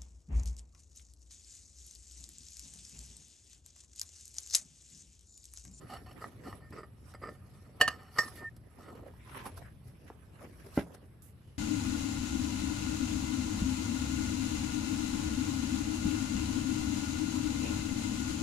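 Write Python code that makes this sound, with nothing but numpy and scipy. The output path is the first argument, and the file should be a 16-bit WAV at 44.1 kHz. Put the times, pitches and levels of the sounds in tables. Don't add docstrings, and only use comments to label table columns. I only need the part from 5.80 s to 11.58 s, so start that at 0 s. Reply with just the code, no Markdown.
import sys
import numpy as np
from scipy import signal
from scipy.fft import rfft, irfft, next_fast_len
from scipy.io import wavfile
from scipy.ndimage import uniform_filter1d

SR = 44100
rng = np.random.default_rng(int(sys.argv[2]) if len(sys.argv) > 2 else 0)


def output_pcm(signal):
    pcm = np.clip(np.atleast_2d(signal).T, -1, 1) * 32767
    wavfile.write(sys.argv[1], SR, np.round(pcm).astype(np.int16))


def nominal_scale(level):
    x = np.asarray(level, float) / 20
    return 10 ** x


N = 254898
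SIZE = next_fast_len(N)


def evened(x):
    return x / np.sqrt(np.mean(x ** 2) + 1e-20)


def read(points, hz):
    f, value = np.transpose(points)
    return np.interp(np.log(hz + 1), np.log(f + 1), value)


def curve(rows):
    rows = np.asarray(rows)
    return np.interp(np.arange(N) / SR, rows[:, 0], rows[:, 1])


def add(mix, s, sound):
    part = mix[..., max(round(s * SR), 0):][..., :sound.shape[-1]]
    part += sound[..., :part.shape[-1]]


def colour(x, points):
    gain_db = np.maximum(read(points, abs(np.fft.fftfreq(4096, 1 / SR))), -100)
    taps = np.fft.ifft(np.exp(np.conj(signal.hilbert(np.log(nominal_scale(gain_db)))))).real[:2048]
    return signal.oaconvolve(np.atleast_2d(x), taps[None])[:, :x.shape[-1]]


def ring(hz, db, t60, length):
    t = np.arange(round(length * SR)) / SR
    return nominal_scale(db - 60 * t / t60) * np.sin(2 * np.pi * hz * t)


def grit(per_s, spread_db, clump_db, clump_s):
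    size = nominal_scale(spread_db * np.minimum(rng.exponential(1, N), 4)) * rng.choice([-1, 1], N)
    clumps = evened(uniform_filter1d(rng.standard_normal(N), round(clump_s * SR)))
    clicks = rng.random(N) < per_s / SR
    return evened(size * clicks * nominal_scale(clump_db * clumps))


# f/Hz, likeness [0-1]
LIKENESS = [(60, 0.88), (230, 0.92), (910, 0.18), (3560, 0.18), (13900, 0.15)]


def pair(a, b):
    same = np.clip(read(LIKENESS, np.fft.rfftfreq(SIZE, 1 / SR)), 0, 1)
    second = irfft(same * rfft(a, SIZE) + np.sqrt(1 - same ** 2) * rfft(b, SIZE), SIZE)[:N]
    return np.array([a, second])


# f/Hz, level/dB per Hz
STREET = [(18, -40.5), (40, -20), (70, 2), (95, 4), (165, -5), (306, -15.5), (859, -29), (1960, -33.5),
          (6600, -46.5), (8320, -39.5), (9470, -51.5), (10800, -35.5), (12600, -48), (14300, -64)]
# t/s, level/dB
RUMBLE = [
    (0.0, -52),
    (2.8, -53.5),
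    (3.05, -56),
    (3.8, -48),
    (4.0, -52.5),
    (5.78, -55.5),
]


def far():
    frames, hz = N // 256 + 5, np.fft.rfftfreq(1024, 1 / SR)
    a, b, c, d, patches = rng.standard_normal((frames, 513, 5)).T
    patches = uniform_filter1d(patches, size=10, axis=0)
    patches = evened(uniform_filter1d(patches, size=10, axis=1))
    z = np.array([a + 1j * b, c + 1j * d]) * nominal_scale(read(STREET, hz)[:, None] + 1.2 * patches)
    bed = evened(pair(*signal.istft(z, nperseg=1024, noverlap=768)[1][:, :N]))
    bed = signal.sosfilt(signal.butter(4, 48, "high", fs=SR, output="sos"), bed)
    low = signal.sosfilt(signal.butter(2, 200, fs=SR, output="sos"), bed)
    return nominal_scale(curve(RUMBLE) - 0.07) * low + nominal_scale(-55) * (bed - low)


# t/s (middle), half length/s, squeeze level/dB, glove slide level/dB
HEAVES = [(.14, 0.1, -49.5, -60.5), (0.443, 0.13, -50, -62.5), (0.691, 0.083, -47.5, -60.5),
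          (0.96, 0.093, -55.5, -67), (1.29, 0.099, -60.5, -64), (1.51, 0.1, -54.5, -68.5),
          (1.736, .12, -77, -65.5), (2.08, 0.23, -57, -66.5), (2.388, 0.034, -54.5, -50.5),
          (2.447, 0.092, -54, -53.5), (2.566, 0.094, -54, -58.5), (3.024, .12, -59, -67),
          (3.168, 0.2, -55, -76), (3.54, 0.16, -56, -61.5), (3.669, 0.12, -48.5, -67),
          (3.816, 0.11, -59, -66), (4.253, 0.36, -63, -73), (4.629, 0.077, -51.5, -86),
          (4.817, 0.3, -58, -66), (4.969, 0.049, -65, -48), (5.127, .12, -58.5, -77),
          (5.453, 0.1, -70.5, -86.5)]
HEAVE_FALL_DB = -12
SQUEEZE = dict(order=2, rest_db=-73.5)
SLIDE = dict(order=3, rest_db=-81.5)


def hands(order, rest_db):
    t, rows = np.arange(0, N / SR + .01, .005), np.array(HEAVES)
    away = abs(t[:, None] - rows[:, 0]) / rows[:, 1]
    power = (nominal_scale(rows[:, order] + HEAVE_FALL_DB * away) ** 2).sum(1) + nominal_scale(rest_db) ** 2
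    return curve(np.transpose([t, 10 * np.log10(power)]))


# f/Hz, level/dB
FLEX = [(120, -18), (220, 6), (380, 2.5), (600, -1), (1000, -11.5), (2000, -30)]
# f/Hz, level/dB
HISS = [(2000, -29.5), (3500, -3.5), (5500, -0.5), (6700, -8.5), (8400, -4), (10000, 3.5), (13000, -5.5)]


def tyre():
    flex = pair(grit(1200, 3, 3, .02), grit(1200, 3, 3, .02))
    hiss = pair(grit(9000, 3, 2.5, .02), grit(9000, 3, 2.5, .02))
    creak = nominal_scale(hands(**SQUEEZE) - 4) * evened(colour(flex, FLEX))
    return creak + nominal_scale(hands(**SLIDE) - 2.5) * evened(colour(hiss, HISS))


# f/Hz, level/dB struck at rim, level/dB struck at hub, level/dB
# dragged flat, level/dB dragged on edge, t60/s
WHEEL = [(405.3, -21, -25.5, -15, 5, 0.03), (520, -14, -24, -20, 0, .03), (600, -9, -19, -17, -11.5, 0.078),
         (748, -10, -36, -2.5, -29, 0.1), (1083, -26, -23, -17.5, -15.5, 0.069),
         (1210.4, -9, 0, -8, -17, 0.052), (1255, -7, -2.5, -8, 2.5, .05),
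         (1620, -5.5, -21, -22.5, -21, 0.052), (1815, -3.5, -5.5, -17, -18, 0.28),
         (1917, -14, -1, -13, -2.5, 0.04), (2102, -16, -16, -25, -20, .05), (2502, -13, -26, -30, -35, .05),
         (2920, 5, -16, -10, -28.5, 0.05), (4440, -14, -21, -18, -29.5, 0.083),
          (4506, -7, -17.5, -22, -41, 0.066), (4823, -17, -12, -25.5, -17.5, 0.06),
          (4900, -23, -22, -31, -20, 0.09), (5450, -32, -12, -24, -36, 0.19),
          (6250, -26, -21, -32, -42.5, 0.078), (7520, -29.5, -28.5, -34, -42.5, 0.1),
          (7994, -29, -19, -25.5, -21, 0.12), (8500, -32.5, -27.5, -28, -37, 0.075),
          (10620, -15, -30, -27.5, -27, 0.05), (11698, -31.5, -22.5, -23, -34.5, 0.15),
          (12900, -25, -41, -37, -42.5, .05), (13400, -36, -23.5, -35, -42.5, 0.091),
         (3445, -24, -28, -35, -45, .08), (3806, -28, -30, -38, -45, .08), (4070, -26, -30, -35, -45, .08),
        (4371, -14, -22, -25, -35, .1), (5023, -12, -24, -32, -40, .045), (5755, -30, -18, -34, -45, .09),
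        (6412, -32, -20, -34, -45, .09), (6900, -30, -28, -36, -45, .15), (7908, -24, -27, -32, -40, .11)]


def wheel(low, high, order, damping, length):
    t, modes = np.arange(round(length * SR)) / SR, 0
    for m in WHEEL:
        share = low if m[0] < 2500 else high
        db = m[order] + share * (m[order + 1] - m[order])
        modes = modes + ring(m[0], db, damping * m[-1], length)
    return modes * (1 - np.exp(-t / 0.00048))


# f/Hz, level/dB
RUB = [(500, -20), (1000, -3), (1700, -4), (2500, -8.5), (3500, -16.5), (5000, -35.5)]
SCRAPE_FROM_SQUEEZE, SCRAPE_DB = .6, -4.5
METAL_SHARE, STILL_S = .33, 3.3


def scrape():
    metal = wheel(.2, .2, order=3, damping=1, length=.2)
    metal = evened(signal.oaconvolve(grit(1300, 1.6, 2, .012), metal)[:N])
    rubber = evened(colour(pair(grit(4000, 3, 3, .02), grit(4000, 3, 3, .02)), RUB))
    share = METAL_SHARE * np.where(np.arange(N) < STILL_S * SR, 1, .1)
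    level_db = SCRAPE_FROM_SQUEEZE * hands(**SQUEEZE) + (1 - SCRAPE_FROM_SQUEEZE) * hands(**SLIDE)
    return nominal_scale(level_db + SCRAPE_DB) * (np.sqrt(share) * metal + np.sqrt(1 - share) * rubber)


def patchy(x, depth_db):
    z = signal.stft(x, nperseg=512)[2]
    field = uniform_filter1d(rng.standard_normal(z.shape[1:]), size=7, axis=0)
    field = evened(uniform_filter1d(field, size=9, axis=1))
    return signal.istft(z * nominal_scale(depth_db * field), nperseg=512)[1][:, :N]


# start t/s, end t/s, start level/dB, end level/dB, tipped on edge [0-1]
DRAGS = [(0, .09, -64.5, -68, 0.4), (0.088, 0.178, -49.5, -46, 0), (.254, 0.323, -56.5, -62.5, 0.16),
         (0.404, 0.427, -55, -47, .7), (0.634, 0.723, -57, -55.5, 0.38), (.793, 0.903, -61.5, -74, 0.7),
         (0.921, 0.942, -50.5, -52.5, 0.9), (0.965, 1.022, -52, -49, 1), (1.028, 1.055, -53, -60, 1),
         (1.28, 1.284, -63, -61, 0.7), (1.345, 1.362, -41.5, -75, 1), (1.414, 1.503, -48, -49, 1),
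         (1.496, 1.566, -72, -65.5, 0.4), (1.73, 1.804, -71.5, -68, 0.4), (1.997, 2.014, -52, -30, .1),
         (2.085, 2.167, -54, -58, 0.25), (2.155, 2.377, -62, -66, 0.25), (2.355, 2.386, -56, -35, .5),
         (2.382, 2.523, -44.5, -75, 0.6), (2.573, 2.662, -59, -53, 1), (2.982, 3.115, -64, -59.5, 0.5)]
EDGE_POWER = 1.8


def drags():
    out, slips = np.zeros(N), grit(2500, 2.5, 2.6, .007)
    for start, end, start_db, end_db, edge in DRAGS:
        stroke = slips[round(start * SR):round(end * SR)]
        stroke = stroke * nominal_scale(np.linspace(start_db, end_db, len(stroke)))
        stroke = stroke * signal.windows.tukey(len(stroke), .25)
        body = wheel(edge, edge ** EDGE_POWER, order=3, damping=.45, length=.15)
        add(out, start, signal.fftconvolve(stroke, body / np.linalg.norm(body)))
    return out


def tap(db, hz, treble_db, t60):
    hold_s, lean_db = .0045, -2.5
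    t = np.arange(round(.06 * SR)) / SR
    swell = nominal_scale(-60 * np.maximum(t - hold_s, 0) / t60) * np.minimum(t / .002, 1)
    noise = rng.standard_normal((2, len(t))) * swell
    knock = signal.fftconvolve(noise[0], ring(hz, 0, 8.6 / hz, .033))[:len(t)]
    tick = colour(noise[1], HISS)[0]
    sound = knock / abs(knock).max() + nominal_scale(treble_db) * tick / abs(tick).max()
    return nominal_scale(db + np.array([[.5], [-.5]]) * lean_db) * sound


# t/s, peak level/dB, centre f/Hz, treble level/dB
TAPS = [(0.098, -52, 783, -2), (0.137, -46, 756, -15), (0.264, -53, 848, -10), (0.326, -57, 248, 1.5),
        (0.374, -54, 1300, -10), (0.635, -54, 1890, -10), (0.904, -47.5, 295, -7.5), (1.864, -60, 250, -23),
        (1.891, -52.5, 565, -31), (2.229, -54, 640, -3), (2.57, -51.5, 1800, 2), (2.763, -57, 307, 4),
        (3.089, -45, 432, -26), (3.151, -47, 477, -9.5), (3.23, -46.5, 473, -25), (3.26, -44, 520, -23),
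        (3.335, -55, 930, -14), (3.471, -54, 1080, -15), (3.54, -52, 1010, -15), (3.815, -48, 720, -23),
        (5.144, -50, 374, -10), (5.674, -61, 387, -3.5)]


def taps():
    out = np.zeros((2, N))
    for s, *row in TAPS:
        add(out, s, tap(*row, t60=.032))
    return out


# t/s, metal level/dB, knock f/Hz, knock level/dB, ring stops after/s
BUMPS = [(0.4165, -46, 600, -48, .01), (0.442, -33, 850, -32, .009), (0.6414, -53, 1240, -55, .01),
         (0.6729, -46, 1300, -52, .01), (0.7277, -39, 1170, -38, .008), (0.9238, -45, 1320, -50, .012),
         (0.9632, -44, 380, -47, .01), (1.0321, -42, 400, -47, .01), (1.4165, -50, 600, -48, .008),
         (1.4391, -36, 1280, -42, .012), (1.459, -46, 520, -42, .008), (1.4897, -36, 520, -35, .004),
         (1.8642, -62, 735, -57, .006), (2.0112, -20, 1200, -18, .004), (2.0782, -20, 1500, -20, .003),
         (2.391, -30, 1250, -22, .005), (2.2295, -56, 700, -58, .008), (4.3015, -60, 870, -36, .003),
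         (4.305, -70, 400, -39, .003)]
BUMP_CONTACT_S, KNOCK_CYCLES = .00035, 7


def bumps():
    out, t = np.zeros(N), np.arange(round(.06 * SR)) / SR
    metal = wheel(1, 1, order=1, damping=.6, length=.06)
    metal = signal.fftconvolve(metal, np.hanning(round(BUMP_CONTACT_S * SR)))[:len(t)]
    for s, metal_db, hz, knock_db, stop_s in BUMPS:
        stilled = nominal_scale(metal_db - 1500 * np.maximum(t - stop_s, 0)) * metal / abs(metal).max()
        add(out, s, stilled + ring(hz, knock_db, KNOCK_CYCLES / hz, .06))
    return out


# start t/s, loudest t/s, end t/s, level/dB, f/Hz
SING = [
    (.812, .83, .905, -61, 1815),
    (1.492, 1.515, 1.57, -62, 1812),
    (2.384, 2.39, 2.4, -21, 1830),
    (2.384, 2.389, 2.399, -29, 4823),
    (2.45, 2.46, 2.5, -52, 1808),
    (2.567, 2.63, 2.66, -49.5, 1808),
    (2.638, 2.662, 2.697, -38, 1808),
]
SING_RISE_DB, SING_STOP_DB = -5, -7


def sing():
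    out = np.zeros(N)
    for start, top, end, db, hz in SING:
        t = np.arange(start, end, 1 / SR)
        swell = nominal_scale(db + np.interp(t, [start, top, end], [SING_RISE_DB, 0, SING_STOP_DB]))
        add(out, start, swell * np.sin(2 * np.pi * hz * t) * signal.windows.tukey(len(t), .35))
    return out


# t/s, peak level/dB, centre f/Hz, treble level/dB
RAPS = [
    (1.337, -49, 1360, -3.5),
    (2.986, -52, 760, -13),
    (3.655, -39, 1120, -10),
    (3.664, -36, 960, -10),
    (3.774, -44, 1300, -8),
]


def raps():
    out = np.zeros((2, N))
    for s, *row in RAPS:
        add(out, s, tap(*row, t60=.019))
    return out


# t/s, peak level/dB, hub share [0-1], hand stops the ring after/s, rattle level/dB
CLANGS = [
    (2.011, -15.5, .02, .066, 2.5),
    (2.0775, -22.5, .1, .009, 0),
    (2.103, -40, .5, .05, -20),
    (2.3845, -18, .98, .04, -5),
    (2.4303, -34, .98, .02, -15),
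    (2.478, -48, .9, .01, 6),
]
BLOW_S = .011
FIRST_BLOW, FIRST_BLOW_S = .6, .0015


def clang(db, hub, stop_s, rattle_db):
    t = np.arange(round(.2 * SR)) / SR
    struck = wheel(hub, hub, order=1, damping=1, length=.2) * (1 - .8 * np.exp(-t / .005))
    chatter = rng.standard_normal(len(t)) * (1 + FIRST_BLOW * np.exp(-t / FIRST_BLOW_S))
    chatter = chatter * nominal_scale(-500 * t - 4600 * np.maximum(t - BLOW_S, 0))
    rattle = signal.fftconvolve(chatter, wheel(hub, hub, order=1, damping=.16, length=.055))[:len(t)]
    crack = colour(chatter, [(200, -5.5), (700, 2.5), (3000, -8), (6000, -2.5), (13000, -13)])[0]
    rattle = rattle / abs(rattle).max() + nominal_scale(-4) * crack / abs(crack).max()
    ringing = nominal_scale(-3000 * np.maximum(t - stop_s, 0)) * struck / abs(struck).max()
    return nominal_scale(db) * (ringing + nominal_scale(rattle_db) * rattle)


def clangs():
    out = np.zeros(N)
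    for s, *row in CLANGS:
        add(out, s, clang(*row))
    return out


# loudest t/s, length/s, level/dB, centre f/Hz, treble level/dB
RUBS = [(2.998, 0.067, -53, 256, -39), (3.084, 0.068, -54, 450, -20.5), (3.281, 0.086, -55.5, 504, -14),
        (3.564, 0.09, -46.5, 1002, -7), (3.667, 0.067, -45, 900, -4.5), (3.778, 0.042, -53, 714, 1.5),
        (4.286, 0.05, -58, 1950, -8), (3.565, .06, -50, 400, -30), (3.59, .1, -54, 1700, -20),
        (3.5, .12, -56, 1050, -30), (3.62, .07, -55, 1050, -30), (4.626, 0.08, -56.5, 600, -7),
        (4.866, 0.076, -52.5, 400, -8), (4.992, 0.072, -43.5, 1580, -18), (5.148, 0.032, -54, 530, -2),
        (2.629, 0.06, -50.5, 400, -26), (5.695, 0.61, -75, 2990, -22), (4.083, 0.1, -70.5, 2000, 7)]
RUB_RISE = .44


def rubs():
    out = np.zeros((2, N))
    slips = pair(grit(5000, 2.5, 2.5, .008), grit(5000, 2.5, 2.5, .008))
    for top, length, db, hz, treble_db in RUBS:
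        start, end = top - RUB_RISE * length, top + (1 - RUB_RISE) * length
        stroke = slips[:, round(start * SR):round(end * SR)]
        t = start + np.arange(stroke.shape[1]) / SR
        band = colour(stroke, [(hz / 4, -24), (hz / 1.1, -8), (hz, 0),
                               (hz * 1.04, -8), (hz * 4, -24), (hz * 12, -50)])
        skin = nominal_scale(treble_db) * evened(colour(stroke, HISS))
        swell = nominal_scale(db + np.interp(t, [start, top, end], [-16, 0, -18]))
        add(out, start, swell * (evened(band) + skin))
    return out


# f/Hz, level/dB, t60/s
CAVITY = [(232, -16, 0.08), (292, 0.5, 0.067), (400, -4, 0.025), (565, 0.5, 0.02), (790, -10.5, 0.024),
          (1400, -10, 0.022), (2000, -7.5, 0.019), (2330, -21, 0.077), (2930, -12.5, 0.075)]
THUMP_S, THUMP_DB = 4.9731, -13.5


def thump():
    push = np.zeros(round(.03 * SR))
    for s, size in [(0, -.12), (.0012, .15), (.0028, -1), (.0152, -.45), (.02, -.3)]:
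        add(push, s, size * np.hanning(round(.00056 * SR)))
    hollow = sum(ring(hz, db, t60, .2) for hz, db, t60 in CAVITY)
    sound = signal.fftconvolve(push, hollow)
    t = np.arange(len(sound)) / SR
    sound = sound * nominal_scale(-np.clip(1500 * (t - .024), 0, 14))
    return nominal_scale(THUMP_DB) * sound / abs(sound).max()


PUFF_S, PUFF_DB, PUFF_T60 = 5.421, -56, .62


def puff():
    t = np.arange(round(.2 * SR)) / SR
    air = colour(rng.standard_normal((2, len(t))), [(3000, -16), (6000, -6.5), (9000, 3), (14500, 3.5)])
    fade = nominal_scale(PUFF_DB - 60 * t / PUFF_T60 - 466 * np.maximum(t - .08, 0))
    return fade * evened(air) * (1 + 1.2 * np.exp(-t / .002))


# f/Hz, t60/s
YARD = [(200, 0.24), (1000, .18), (4000, .14), (12000, 0.055)]


def yard(x):
    echoes = np.zeros((2, SR // 2))
    at = np.arange(120, SR // 2 - 20, 20) + rng.integers(0, 20, (2, (SR // 2 - 121) // 20))
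    np.put_along_axis(echoes, at, rng.choice([-1., 1.], at.shape), 1)
    hz, t, z = signal.stft(echoes, SR, nperseg=256)
    tail = signal.istft(z * nominal_scale(-60 * t / read(YARD, hz)[:, None]), SR, nperseg=256)[1]
    return signal.fftconvolve(x[None], tail / np.linalg.norm(tail[0]), axes=1)[:, :N]


def lean(x, points, lead=((1, 0), (2, 0))):
    hz, side = np.fft.rfftfreq(SIZE, 1 / SR), np.array([[.5], [-.5]])
    tilt = nominal_scale(side * read(points, hz)) * np.exp(1j * side * read(lead, hz))
    return irfft(rfft(x, SIZE) * tilt, SIZE)[:, :N]


# f/Hz, level/dB
TONE = [(30, -25), (60, 0), (90, 2.5), (8000, 1.5), (8900, -1.5), (9300, -13), (10200, -16), (10500, 6),
        (11300, -0.5), (13200, -4), (14200, -21), (15000, -71.5)]
# f/Hz, level/dB
LEAN = [(60, 2.5), (150, -1), (370, -0.5), (910, -4), (2260, -1.0), (5600, 3), (13900, -16)]
# f/Hz, level/dB
WHEEL_LEAN = [(60, -1), (150, -4), (370, -1.5), (910, -0.5), (2260, -4.5), (5600, 1), (13900, -15.5)]
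# f/Hz, phase [radians]
WHEEL_LEAD = [(1000, 0.86), (2200, 0.081), (4000, 1.53), (8000, 1.4), (13000, 0.24)]


def scene():
    knocks = clangs()
    hits = drags() + taps() + bumps() + raps() + rubs()
    add(hits, THUMP_S, thump())
    add(hits, PUFF_S, puff())
    echo = yard(hits.mean(0) + knocks)
    echo = nominal_scale(-16.5) * (echo + .5 * echo[::-1])
    near = hits + echo + sing() + patchy(scrape() + tyre(), 3.57)
    most = lean(colour(near, TONE) + far(), LEAN)
    return most + lean(colour(knocks, TONE), WHEEL_LEAN, WHEEL_LEAD)


def low_pass(x):
    return signal.sosfilt(signal.butter(12, 14460, fs=SR, output="sos"), x)


# f/Hz, level/dB a bin
AUDIBLE = [(3000, -120), (6500, -103), (9500, -99), (11500, -106), (13500, -99), (15000, -84.5)]


def record(dry):
    hz, _, z = signal.stft(dry, SR, nperseg=1024)
    power = abs(z[:, :512]) ** 2
    bands = power.reshape(2, 32, 16, -1).mean((0, 2))
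    band_db = 10 * np.log10(np.repeat(bands, 16, axis=0) + 1e-20)
    z[:, :512] *= nominal_scale(-np.clip(2.2 * (read(AUDIBLE, hz[:512])[:, None] - band_db), 0, 35))
    mix = signal.istft(z, SR, nperseg=1024)[1][:, :N]
    return low_pass(mix)


dry = scene()
out = record(dry)
output_pcm(out)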